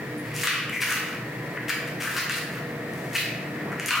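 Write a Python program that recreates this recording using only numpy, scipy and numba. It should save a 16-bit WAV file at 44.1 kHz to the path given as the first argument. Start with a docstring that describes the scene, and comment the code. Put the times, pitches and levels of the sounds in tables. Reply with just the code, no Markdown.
"""Hands pull the thick skin off a green plantain in a tiled kitchen.
Each pull is a run of breaking fibres: coarse ones crack in the stiff peel, fine wet ones fizz.
Thick fibres snap, thin strands tick, and the peel creaks as it bends. The hard room rings on.
Behind it an appliance hums, air rushes and a sleeve brushes; gain control ducks them under loud tears."""
import sys
import numpy as np
from scipy import signal
from scipy.fft import rfft, irfft
from scipy.io import wavfile
from scipy.ndimage import uniform_filter1d
from numba import njit

SR = 44100
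rng = np.random.default_rng(int(sys.argv[2]) if len(sys.argv) > 2 else 0)


def generate_wav(sig):
    """Save sig (samples, or channels by samples) to the path in sys.argv[1] as 16-bit PCM at SR."""
    pcm = np.round(np.clip(np.atleast_2d(sig).T, -1, 1) * 32767).astype(np.int16)
    wavfile.write(sys.argv[1], SR, pcm)


N = 176400
BURST = 16384  # samples per peel event

# The appliance's hum. Each row: pitch in Hz, level in dB.
HUM_TONES = [(121, -47), (149.5, -43), (178, -49), (221, -53.5), (301, -47), (420, -53.5), (480.5, -45),
             (661, -57), (997, -59)]
# Colours of the air, a low-mid rush and cloth. Each row: frequency in Hz, relative level in dB.
AIR_COLOUR = [(25, -55), (42, -47), (56, -18.5), (80, -13), (104, -11), (125, 3), (200, -2), (320, -1),
              (430, -7.5), (640, -11), (830, -15), (1150, -13.5), (1550, -14), (1750, -7), (1880, -3.5),
              (2030, -11), (2250, -13), (3000, -24.5), (4700, -29.5), (6000, -34.5), (11000, -37),
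              (15500, -34.5)]
RUSH_COLOUR = [(60, -50), (250, -19), (400, -3.5), (680, 5), (850, -9.5), (1400, -24), (3000, -25),
               (9000, -57)]
CLOTH_COLOUR = [(40, -44), (100, -9), (150, 6.5), (330, -2.5), (700, -9.5), (1500, -15), (8000, -61)]
# Stereo width of those noises. Each row: frequency in Hz, side minus mid in dB.
NOISE_WIDTH = [(120, -20.5), (280, -17), (550, -9.5), (2000, -5.5), (4500, -0.5), (15000, 0.5)]
# The fader ride on the rush. Each row: time in seconds, level in dB.
RUSH_RIDE = [(0, -51), (1.1, -51), (1.9, -43), (2.4, -48.5), (3.0, -40.5), (3.4, -43), (3.75, -43.5),
             (4.0, -47)]
# Sleeve swishes. Each row: centre in seconds, half length in seconds, level in dB.
SWISHES = [(2.8, 0.14, -47), (3.092, 0.24, -42.5), (3.702, 0.11, -30.5)]
# The kitchen's reverb. Each row: band in Hz, t60 in seconds, wet level in dB, left-right likeness (0-1).
REVERB_BANDS = [(670, 0.99, 0.5, 0.46), (1310, 0.8, 1, 0.7), (2390, 0.66, 3.5, 0.68),
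                (4400, 0.52, 5, 0.033), (8850, 0.43, -1, 0.039), (15100, 0.4, 5, 0.13)]
# Where the hands sit in the image. Each row: frequency in Hz, left minus right in dB.
HANDS_BALANCE = [(1000, 3), (2200, 5), (4500, -2), (8000, 3), (13000, 0)]
# Creaks, squeaks and bands of mid-high fizz from tearing fibres (the wide rows around 4-5 kHz).
# Each row: start in seconds, length in seconds, level in dB, centre in Hz, width in Hz.
CREAKS_AND_FIZZ = [(0.175, 0.028, -51, 10000, 1500), (0.694, 0.0057, -31, 2080, 600),
                   (0.722, 0.023, -29.5, 2250, 328), (0.762, 0.0064, -22.5, 2000, 380),
                   (0.908, 0.011, -26, 1290, 403), (1.569, 0.0067, -27, 1800, 424),
                   (1.693, .012, -18.5, 1960, 520), (1.695, 0.0074, -29, 5100, 1100),
                   (2.039, 0.028, -33.5, 1520, 300), (2.069, 0.012, -23.5, 1600, 280),
                   (2.165, 0.02, -24.5, 1590, 377), (2.167, 0.033, -34.5, 4500, 1300),
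                   (2.294, 0.054, -36, 4050, 1200), (2.568, 0.018, -39.5, 1420, 250),
                   (3.153, 0.0065, -15, 2730, 260), (3.152, 0.01, -19.5, 1950, 400),
                   (3.155, 0.048, -32, 4100, 1090), (3.549, 0.25, -46.5, 1710, 656),
                   (3.718, 0.013, -32.5, 1470, 584), (3.906, 0.081, -24.5, 1250, 150),
                   (3.907, 0.04, -23, 2740, 450)]
# Thin strands parting. Each row: start in seconds, level in dB, ring in Hz.
STRAND_TICKS = [(0.3644, -26, 8500), (0.398, -29, 8000), (0.419, -24, 7500), (0.438, -17.5, 6900),
                (0.4716, -16, 8350), (0.478, -22, 8400), (0.813, -26, 8500), (0.8264, -25, 7500),
                (0.8436, -22, 8000), (0.9064, -19, 8500), (0.9238, -18, 7400), (1.6955, -20, 7000),
                (2.0227, -28, 7500), (2.2965, -26, 8500), (2.321, -25, 8500), (2.3697, -27, 9100),
                (3.7976, -27.5, 6860), (3.8028, -41, 7500), (3.8606, -18.5, 11300), (3.8843, -23, 8500),
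                (3.888, -21, 9500), (3.908, -18.5, 5900), (3.9143, -25, 9000)]
# Colours of coarse and fine fibres. Each row: frequency in Hz, relative level in dB.
CRACK_COLOUR = [(500, -49.5), (1000, -3.5), (1500, 0), (2100, 1), (2850, 0), (3200, -6), (4000, -11.5),
                (4900, -7), (6500, -17.5), (16000, -48.5)]
FIZZ_COLOUR = [(60, -47), (800, 0), (2500, -1.5), (4200, -2), (5700, 4), (7500, 2.5), (10300, 2.5),
               (12200, -3.5), (14200, 1.5), (16000, -6)]
# Thick fibres snapping. Each row: start in seconds, crack and fizz levels in dB, peel ring in Hz.
FIBRE_SNAPS = [(0.4722, -4.5, -21, 1620), (0.696, -24, -31.5, 2190), (0.818, -29, -20.5, 1920),
               (0.9239, -17, -24, 1840), (2.296, -15.5, -26, 2060), (2.9352, -42, -38.5, 2000),
               (3.798, -19, -30, 1800), (3.9075, -6.5, -27, 1610)]
# Runs of tearing. Each row: start and length in seconds, crack and fizz levels in dB, peel ring in Hz.
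PEEL_TEARS = [(0.249, 0.12, -47.5, -58, 2050), (0.337, 0.038, -42, -40, 2010),
              (0.356, 0.05, -37, -39, 2380), (0.408, 0.02, -40, -32.5, 2230),
              (0.432, 0.012, -19.5, -26, 1860), (0.438, 0.022, -26, -31, 1740),
              (0.474, 0.0077, -17.5, -48, 1710), (0.486, 0.086, -30.5, -45, 2520),
              (0.715, 0.066, -56, -43, 2300), (0.802, 0.032, -29.5, -36, 2230),
              (0.813, 0.027, -21, -29.5, 1680), (0.852, 0.053, -31, -34, 1470),
              (0.901, 0.041, -25.5, -32, 1460), (0.943, 0.04, -30, -38, 1730),
              (1.003, 0.15, -45, -54.5, 1820), (1.68, 0.019, -32, -36.5, 1920),
              (1.692, 0.012, -22, -27, 1660), (1.872, 0.016, -40, -45.5, 1830),
              (1.995, 0.088, -34, -37.5, 1540), (2.08, 0.076, -38, -40, 1500),
              (2.162, 0.025, -25, -29.5, 1660), (2.19, 0.036, -33, -38, 1930),
              (2.293, 0.019, -25.5, -35, 1850), (2.319, 0.069, -37, -38.5, 1470),
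              (2.505, 0.076, -45.5, -52.5, 1390), (2.907, 0.44, -65, -57, 2000),
              (3.127, 0.035, -40.5, -41, 2200), (3.147, 0.026, -27.5, -26.5, 2250),
              (3.168, 0.053, -32, -38, 2250), (3.716, 0.013, -51, -48.5, 1350),
              (3.795, 0.07, -39, -52, 1930), (3.861, 0.025, -38, -38, 2100), (3.882, 0.012, -22, -31, 2020),
              (3.906, 0.033, -28.5, -34, 1630), (3.947, 0.033, -28, -35.5, 2020)]

EDGE_S = 0.003  # decay at the end of a run of clicks
SNAP_S = 0.0011  # a snap or tick has the energy of its level held this long
SIDES = np.array([[1], [-1]])  # left, right


def undb(db):
    """Decibels to gain."""
    return 10 ** (np.asarray(db) / 20)


def unit(x):
    """Scale to rms 1."""
    return x / np.sqrt(np.mean(x ** 2) + 1e-18)


def freqs(size):
    """Bin frequencies in Hz for that many samples."""
    return np.maximum(np.arange(size // 2 + 1) * SR / size, 1)


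def along(points, hz):
    """Read a curve on a log-frequency axis."""
    knot_hz, values = np.array(points, float).T
    return np.interp(np.log(hz), np.log(knot_hz), values)


def causal(colour):
    """Minimum-phase response of a colour, so clicks have no pre-ring."""
    cepstrum = irfft(np.log(undb(along(colour, freqs(BURST)))))
    cepstrum[1:BURST // 2] *= 2
    cepstrum[BURST // 2 + 1:] = 0
    return np.exp(rfft(cepstrum))


def rolloff(order, corner_hz, kind):
    """Butterworth response over one event's spectrum."""
    return signal.freqs(*signal.butter(order, 1, kind, analog=True), freqs(BURST) / corner_hz)[1]


def pan(db):
    """Channel gains with the left louder by db."""
    return undb(SIDES * db / 2)


def late(x, seconds):
    """Let the left channel trail the right."""
    return irfft(rfft(x) * np.exp(-1j * np.pi * freqs(N) * seconds * SIDES), N)


def walk(rate_hz):
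    """Slow random drift with a spread near 1."""
    knots = rng.standard_normal(256)
    return np.interp(np.arange(N) / SR * rate_hz, np.arange(len(knots)), knots)


def noise(colour):
    """Coloured stereo noise: centred in the bass, wide and leaning left in the treble."""
    hz = freqs(N)
    mid, side = rfft(rng.standard_normal((2, N))) * undb(along(colour, hz))
    stereo = mid + SIDES * side * undb(along(NOISE_WIDTH, hz))
    return unit(irfft(stereo * pan(1.7 * hz / (hz + 500)), N))


def clicks(per_s, scatter_db=4):
    """Fibres giving way at random moments, each a click of its own size."""
    breaks = rng.random(BURST) < per_s / SR
    sizes = undb(scatter_db * np.clip(rng.standard_normal(BURST), -2, 2))
    return breaks * sizes * rng.choice([-1, 1], BURST)


def place(out, drive, response, start, length, db):
    """Filter an event and mix it in with the energy of db held for length seconds."""
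    i = int(start * SR)
    sound = undb(db) * unit(irfft(rfft(drive) * response)) * np.sqrt(length * SR / BURST)
    out[i:i + BURST] += sound[:N - i]


def rush():
    """A low-mid rush that slowly swells and sinks."""
    return noise(RUSH_COLOUR) * undb(np.interp(np.arange(N) / SR, *np.array(RUSH_RIDE).T))


def appliance(waver_db=3.5, drift_hz=2.21, air_db=-34, air_waver_db=0.55):
    """Wavering motor tones over a near-steady bed of air."""
    hum = 0
    for hz, db in HUM_TONES:
        amplitude = np.sqrt(2) * undb(db + waver_db * walk(6.61))
        cycles = np.cumsum(hz + drift_hz * walk(4.93)) / SR + rng.random()
        hum += amplitude * np.sin(2 * np.pi * cycles)
    return hum + noise(AIR_COLOUR) * undb(air_db + air_waver_db * walk(8.2))


def sleeve():
    """Cloth brushes in soft, low swishes as the arm moves."""
    t = np.arange(N) / SR
    swells = sum(undb(db) * np.exp(-((t - centre) / half) ** 2) for centre, half, db in SWISHES)
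    return noise(CLOTH_COLOUR) * swells


def kitchen(x, first_echo_s=0.0021, build_s=0.0023):
    """Dense echoes off tiles and cupboards; the treble dies first."""
    t, hz, tail = np.arange(SR) / SR, freqs(SR), 0
    mid, side = rfft(rng.standard_normal((2, SR)))
    centres = np.log([row[0] for row in REVERB_BANDS])
    build = 1 - np.exp(-np.maximum(t - first_echo_s, 0) / build_s)
    for solo, (_, t60, wet_db, likeness) in zip(np.eye(len(centres)), REVERB_BANDS):
        stereo = (mid * np.sqrt(1 + likeness) + SIDES * side * np.sqrt(1 - likeness)) / np.sqrt(2)
        band = irfft(stereo * np.interp(np.log(hz), centres, solo), SR)
        fade = build * undb(-60 * t / t60)
        tail += undb(wet_db) * band * fade / np.sqrt(np.sum(fade ** 2))
    return signal.fftconvolve(x[None], tail, axes=1)[:, :N] * pan(db=0.2)


def direct(x):
    """The straight path from the hands to the two microphones."""
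    panned = irfft(rfft(x) * pan(along(HANDS_BALANCE, freqs(N))), N)
    return late(panned, seconds=12e-6)


def creaks_and_fizz():
    """Clicks through one band each: the bending peel creaks and squeaks, tearing fibres fizz."""
    out, t, hz = np.zeros(N), np.arange(BURST) / SR, freqs(BURST)
    for start, length, db, centre_hz, width_hz in CREAKS_AND_FIZZ:
        crackle = clicks(per_s=1300) * np.exp(-np.maximum(t - length, 0) / EDGE_S)
        band = 1 / (1 + 1j * (hz / centre_hz - centre_hz / hz) * centre_hz / (2 * width_hz))
        flesh = rolloff(4, 1.5 * centre_hz, "low")  # soft flesh damps the highs
        place(out, crackle, flesh * band ** 2, start, length, db)
    return out


def ticks(decay_s=0.0004, stage_q=0.73, top_hz=11200):
    """Each thin, wet strand lets go in one very short, bright burst."""
    out, t, hz = np.zeros(N), np.arange(BURST) / SR, freqs(BURST)
    top = rolloff(8, top_hz, "low")
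    for start, db, ring_hz in STRAND_TICKS:
        burst = rng.standard_normal(BURST) * np.exp(-t / decay_s)
        ring = 1 / (1 + 1j * stage_q * (hz / ring_hz - ring_hz / hz))
        place(out, burst, top * ring ** 2, start, SNAP_S, db)
    return out


def peel(swell_share=0.19, snap_decay_s=0.0017, ring_q=2.8, ring_gain=1.17):
    """Tears and snaps: coarse fibres crack and ring the peel, fine wet ones fizz."""
    out, t, hz = np.zeros(N), np.arange(BURST) / SR, freqs(BURST)
    crack_colour, fizz_colour = causal(CRACK_COLOUR), causal(FIZZ_COLOUR)

    def crack_and_fizz(start, length, coarse, fine, crack_db, fizz_db, ring_hz):
        """Layer the peel's body with the bright, wet top."""
        ring = 1 / (1 + 1j * ring_q * (hz / ring_hz - ring_hz / hz))
        low_cut = rolloff(5, 0.57 * ring_hz, "high")  # the peel radiates little bass
        body = crack_colour * low_cut * (1 + ring_gain * ring)
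        place(out, coarse, body, start, length, crack_db)
        place(out, fine, fizz_colour, start, length, fizz_db)

    for start, length, *voice in PEEL_TEARS:
        swell = np.clip(t / (swell_share * length), 0, 1)
        pull = swell * np.exp(-np.maximum(t - length, 0) / EDGE_S)
        coarse = clicks(per_s=1400)
        fine = coarse + clicks(per_s=1600)  # coarse breaks feed the fizz too
        crack_and_fizz(start, length, pull * coarse, pull * fine, *voice)
    for start, *voice in FIBRE_SNAPS:
        burst = rng.standard_normal(BURST) * np.exp(-t / snap_decay_s)
        crack_and_fizz(start, SNAP_S, burst, burst, *voice)
    return out


def scene(echo_change_hz=9):
    """The kitchen's background, the echoes and the peeling up front."""
    background = late(rush() + appliance() + sleeve(), seconds=60e-6)
    skin = peel() + ticks() + creaks_and_fizz()
    # The echoes change as the hands move: the send swings between two reverbs.
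    turn = 2 * np.pi * echo_change_hz * np.arange(N) / SR
    echoes = kitchen(skin * np.cos(turn)) + kitchen(skin * np.sin(turn))
    return background + echoes + direct(skin)


def record(dry, threshold_db=-32, ratio=1.694, attack_s=0.0015, release_s=0.021):
    """Stereo-linked gain control; the highest peaks are rounded and the top is cut."""
    ceiling_db, top_hz = -11.5, 15900
    power = uniform_filter1d(np.mean(dry ** 2, axis=0), size=192)
    level = np.sqrt(np.abs(follow(power, 1 / (attack_s * SR), 1 / (release_s * SR))))
    ducked = dry * np.maximum(level / undb(threshold_db), 1) ** (1 / ratio - 1)
    rounded = ducked / (1 + (ducked / undb(ceiling_db)) ** 4) ** .25
    return signal.sosfilt(signal.ellip(10, .2, 80, top_hz, fs=SR, output="sos"), rounded)


@njit
def follow(power, attack, release):
    """Envelope follower with separate rise and fall."""
    out, envelope = np.empty(len(power)), power[:2000].mean()
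    for i in range(len(power)):
        envelope += (power[i] - envelope) * (attack if power[i] > envelope else release)
        out[i] = envelope
    return out


dry = scene()
out = record(dry)
generate_wav(out)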